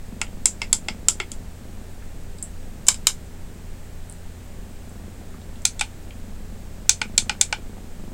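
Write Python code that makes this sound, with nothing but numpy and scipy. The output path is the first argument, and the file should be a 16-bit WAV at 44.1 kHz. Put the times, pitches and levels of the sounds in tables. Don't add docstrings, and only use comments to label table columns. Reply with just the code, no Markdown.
import sys
import numpy as np
from scipy import signal
from scipy.fft import rfft, irfft
from scipy.io import wavfile
from scipy.ndimage import uniform_filter1d

SR = 44100
rng = np.random.default_rng(int(sys.argv[2]) if len(sys.argv) > 2 else 0)


def int16_out(signal):
    q = np.round(np.clip(np.atleast_2d(signal).T, -1, 1) * 32767)
    wavfile.write(sys.argv[1], SR, q.astype(np.int16))


N = 358533


def undb(db):
    return 10 ** (np.asarray(db) / 20)


def level(x, db):
    return x * undb(db) / np.sqrt(np.mean(x ** 2))


def resonate(x, hz, width_hz):
    b, a = signal.iirpeak(hz, hz / width_hz, fs=SR)
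    return signal.lfilter(b, a, x)


def walk(rate):
    hold = int(SR / rate)
    steps = np.repeat(rng.standard_normal(N // hold + 1), hold)
    return 1.298 * uniform_filter1d(uniform_filter1d(steps, hold), hold)[:N]


def add(out, s, grain):
    i = int(s * SR)
    out[i:i + len(grain)] += grain[:len(out) - i]


# (start t/s, length t/s, pulse rate f/Hz, level/dB)
BREATHS = [(.1, 0.29, 24.48, -41.5), (0.461, 0.35, 27.01, -44.5), (.87, 0.27, 24.01, -41.5),
           (1.301, 0.16, 24.3, -45), (1.623, .19, 24.3, -43.5), (1.952, 0.59, 23.99, -49.5),
           (2.663, .38, 25.78, -46), (3.251, 0.36, 24.1, -49.5), (4.28, 0.44, 24.21, -47),
           (4.878, .2, 24.11, -40), (5.2, .38, 27.14, -44.5), (6.071, .37, 24, -43.5),
           (6.528, 0.35, 27.19, -45), (7.011, 0.37, 23.91, -39.5), (7.531, 0.32, 27.17, -42),
           (7.995, .3, 24.5, -39.5)]
# (centre f/Hz, width f/Hz, level/dB before the fur)
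CHEST_MODES = [(50, 38, -5.5), (128.6, 15, -11), (204, 28.6, -3), (386, 760, -27), (750, 320, -43)]


def purr(jitter=0.01198, scatter_db=1.0, swell_s=0.052, fade_s=0.059):
    start, length, hz, _ = np.transpose(BREATHS)
    t = np.arange(N) / SR
    breath_ends = np.ravel([start, start + length], "F")
    rate = np.interp(t, breath_ends, np.repeat(hz, 2))
    effort = np.zeros(N)
    for begin, hold, _, db in BREATHS:
        corners = [begin - swell_s, begin, begin + hold, begin + hold + fade_s]
        effort += undb(db) * np.interp(t, corners, [0, 1, 1, 0])

    phase = np.cumsum(rate * (1 + jitter * walk(18))) / SR
    claps = np.diff(np.floor(phase), prepend=0) * undb(scatter_db * walk(33))
    puffs = np.exp(-(phase % 1) / .25) * rng.standard_normal(N)
    drive = level(claps, 0) + level(puffs, -5)

    chest = np.zeros(N)
    for k, (centre_hz, width_hz, db) in enumerate(CHEST_MODES):
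        sign = (-1) ** k
        chest += sign * undb(db) * level(resonate(drive, centre_hz, width_hz), 0)
    fur = signal.butter(2, 1300, fs=SR, output="sos")
    return signal.sosfilt(fur, chest) * effort


def blips(rows, fade_ms, sharpness):
    out, t = np.zeros(N), np.arange(2048) / SR
    for s, db, hz in rows:
        burst = rng.standard_normal(len(t)) * np.exp(-1000 * t / fade_ms)
        for _ in range(2):
            burst = resonate(burst, hz, hz / sharpness)
        add(out, s, burst * undb(db) / np.abs(burst).max())
    return out


# (t/s, peak level/dB, pitch f/Hz)
SMACKS = [(2.3714, -49, 8160), (2.3845, -34, 8020), (2.4262, -14.5, 7870), (2.4295, -20, 8800),
          (4.0974, -27.5, 8650), (4.1243, -29.5, 8200), (4.8938, -39, 8040)]


def mouth_smacks():
    return blips(SMACKS, fade_ms=1.3, sharpness=5.5)


BAND_EDGES = (1800, 3000, 5800)
# (level/dB relative to the rattle, t60 t/s)
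SNAP_TAILS = [(-11.5, 0.12), (-11, 0.12), (-12, 0.12), (-15, 0.14)]


def button(snaps, modes, bass_cut_hz, top_hz=12000, spread=0.0036, scatter_db=2.0):
    out, t = np.zeros(N), np.arange(8192) / SR
    hz, db, t60 = (column[:, None] for column in np.transpose(modes))
    t60 = np.minimum(t60, 22 / hz)
    band = np.digitize(hz[:, 0], BAND_EDGES)
    tail_db, tail_t60 = (column[band, None] for column in np.transpose(SNAP_TAILS))
    tails = undb(tail_db - 60 * t / tail_t60) * np.minimum(t / 0.0033, 1)

    for s, *peak_db, rattle_ms in snaps:
        shift, weight = rng.standard_normal((2, len(modes), 1))
        rings = undb(-60 * t / t60) * np.sin(2 * np.pi * hz * (1 + spread * shift) * t)
        rings = rings * (1 - np.exp(-t * hz / 1.06))
        rattle = np.exp(-(1000 * t / rattle_ms) ** 2) * np.minimum(t / 0.00044, 1)
        rattle_noise, tail_noise = rng.standard_normal((2, len(modes), len(t)))
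        struck = signal.fftconvolve(rings, rattle_noise * rattle, axes=1)[:, :len(t)]
        echoed = signal.fftconvolve(rings, tail_noise * tails, axes=1)[:, :len(t)]

        usual = np.sqrt(np.sum(rings ** 2, axis=1, keepdims=True) * np.sum(rattle ** 2))
        shares = struck / np.sqrt(np.sum(struck ** 2, axis=1, keepdims=True)) + echoed / usual
        shares = shares * undb(db + scatter_db * weight) * np.sqrt(t60)
        for k, level_db in enumerate(peak_db[::-1]):
            ring = shares[band == k].sum(axis=0)
            add(out, s, ring * undb(level_db) / np.abs(ring).max())
    shell = signal.butter(2, [bass_cut_hz, top_hz], "band", fs=SR, output="sos")
    return signal.sosfilt(shell, out)


# (t/s, button, colour word, treble peak level/dB, upper-middle peak level/dB, rattle fall to 1/e t/ms)
SNAPS = [(0.2144, "first", "up", -9, -15, 3.4), (.4564, "first", "down", 2.5, -12, 2.34),
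         (.617, "first", "up", -18.5, -17, 2.5), (.7285, "first", "down", 3, -11.5, 2.8),
         (.884, "first", "up", -20, -16.5, 2.8), (1.0843, "first", "down", 3, -10.5, 2.5),
         (1.2003, "first", "up", -19, -15.5, 2.6), (1.3168, "first", "down", -17, -29.5, 1.9),
         (2.8675, "second", "down", -15.5, -29, 0.64), (2.8837, "second", "down", 7, -1, 4.4),
         (2.9025, "second", "down", -32, -32, 2.2), (2.917, "second", "down", -18, -34, 1),
         (2.9235, "second", "down", -26, -33, 1.9), (2.9429, "second", "down", -21, -26.5, 1.4),
         (3.069, "second", "down", 2.5, -1.5, 2.76), (5.6518, "third", "down", 1, -5.5, 3.5),
         (5.7935, "third", "down", -19, -21.5, 4.6), (5.81, "third", "up", -9, -15.5, 3.1),
         (6.8931, "third", "down", 4, -3, 3.2), (7.015, "third", "up", -17.5, -15, 3.5),
         (7.1784, "third", "down", 4, -5, 3.15), (7.2947, "third", "up", -16, -14.5, 3.2),
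         (7.4114, "third", "down", 2.5, -4.5, 3.6), (7.5259, "third", "up", -16, -14.5, 3.75)]
STROKE_COLOURS = {("first", "down"): (-11, -12.5), ("first", "up"): (1, -6),
                  ("second", "down"): (-14, -13.5), ("third", "down"): (-10, -18.5),
                  ("third", "up"): (3.6, -1.2)}


def snaps_of(name):
    snaps = []
    for s, who, colour, treble_db, body_db, rattle_ms in SNAPS:
        if who == name:
            lower_db, bass_db = body_db + np.array(STROKE_COLOURS[who, colour])
            snaps.append((s, treble_db, body_db, lower_db, bass_db, rattle_ms))
    return snaps


# (f/Hz, relative level/dB, longest t60 t/s)
FIRST_MODES = [(378, -5.5, 0.036), (630, -11.5, 0.05), (880, 5.5, 0.011), (1367, 4, 0.027),
               (2165, -3, 0.014), (2664, -4.5, 0.018), (3325, -5, 0.019), (4110, -13.5, .008),
               (4820, -8.5, 0.0044), (5090, -6, 0.0089), (5950, -5, 0.0012), (7500, 5, 0.0039),
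               (8920, -1.5, 0.0016), (9400, -33, .004), (10100, -32, .004), (12040, -17, .003)]
SECOND_MODES = [(700, -21, .02), (1044, 19.5, 0.0041), (1577, 10.5, 0.021), (2280, -4, 0.018),
                (3024, 1.5, 0.0095), (3870, 4, .009), (5170, 10, 0.0079), (6330, -12, .006),
                (7000, -5.5, 0.0088), (7560, 0, 0.0059), (8620, -5.5, 0.0045), (10100, -13, 0.0045),
                (12960, -12.5, 0.0024)]
THIRD_MODES = [(454, -10.5, 0.019), (847, 3, 0.023), (1456, 6.5, .02), (1950, -16.5, 0.011),
               (2386, 4, 0.0081), (2945, -1, 0.016), (3575, 7, 0.011), (4320, 6.5, .009),
               (5170, 8.5, 0.0035), (6270, -1.5, 0.0061), (7280, 1, 0.0024), (7790, 1.5, 0.003),
               (8840, -1.5, 0.0075), (9500, -30, 0.007), (10050, -29, .004), (11600, -19, .003)]


def button_snaps():
    first = button(snaps_of("first"), FIRST_MODES, bass_cut_hz=105)
    second = button(snaps_of("second"), SECOND_MODES, bass_cut_hz=260)
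    third = button(snaps_of("third"), THIRD_MODES, bass_cut_hz=140)
    return first + second + third


# (t/s, peak level/dB, pitch f/Hz)
TICKS = [(.2675, -38, 2600), (2.024, -38.5, 1503), (2.386, -39, 4380), (5.211, -38.5, 700),
         (5.342, -41, 1290), (5.415, -40, 3520), (5.557, -39, 3360), (5.6195, -35, 7500),
         (6.107, -33, 2760), (7.78, -39, 770)]


def faint_ticks():
    return blips(TICKS, fade_ms=2.2, sharpness=2.4)


def room(x, t60_s=0.14, gain_db=-6.5):
    t = np.arange(int(SR / 2)) / SR
    tail = undb(-60 * t / t60_s) * rng.standard_normal(len(t))
    tail = tail * np.minimum(t / 0.0087, 1)
    tail = tail * undb(gain_db) / np.sqrt(np.sum(tail ** 2))
    return signal.fftconvolve(x, tail)[:N]


# (f/Hz, rms level/dB)
HUM_LINES = [(86.1, -44), (120.5, -55), (172.3, -52.5), (241, -55.5), (398.4, -64)]


def hum(waver_db=0.5, drift=0.00422):
    out = np.zeros(N)
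    for hz, db in HUM_LINES:
        gain = undb(db + waver_db * walk(12)) * np.sqrt(2)
        phase = 2 * np.pi * np.cumsum(hz * (1 + drift * walk(3))) / SR
        out += gain * np.sin(phase)
    return out


# (f/Hz, relative level/dB per Hz)
FLOOR_COLOUR = [(6, 7.5), (20, 9), (39, -7), (52, -5.5), (68, -17), (250, -25), (500, -27.5), (800, -32),
                (1050, -37.5), (1450, -37.5), (1680, -36.5), (3000, -42), (5800, -45), (8000, -40.5),
                (10000, -49), (16000, -49.5)]


def floor(hiss_db=-41.5, rumble_db=-36.5):
    hz, db = np.transpose(FLOOR_COLOUR)
    f = np.maximum(np.fft.rfftfreq(N, 1 / SR), 1)
    gain = undb(np.interp(np.log(f), np.log(hz), db, left=-60))
    colour = rfft(rng.standard_normal(N)) * gain
    deep = 1 / (1 + (f / 33) ** 6)
    rumble = irfft(colour * deep, N)
    hiss = irfft(colour * (1 - deep), N)
    return level(hiss, hiss_db) + level(rumble, rumble_db)


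def scene():
    snaps = button_snaps()
    further_off = mouth_smacks() + faint_ticks()
    mix = snaps + further_off + room(further_off) + purr() + hum() + floor()
    return mix[None, :]


def record(dry, top_hz=15900):
    top_cut = signal.ellip(10, .2, 70, top_hz, fs=SR, output="sos")
    limited = signal.sosfilt(top_cut, np.clip(dry, -1, 1))
    return np.clip(limited, -1, 1)


dry = scene()
out = record(dry)
int16_out(out)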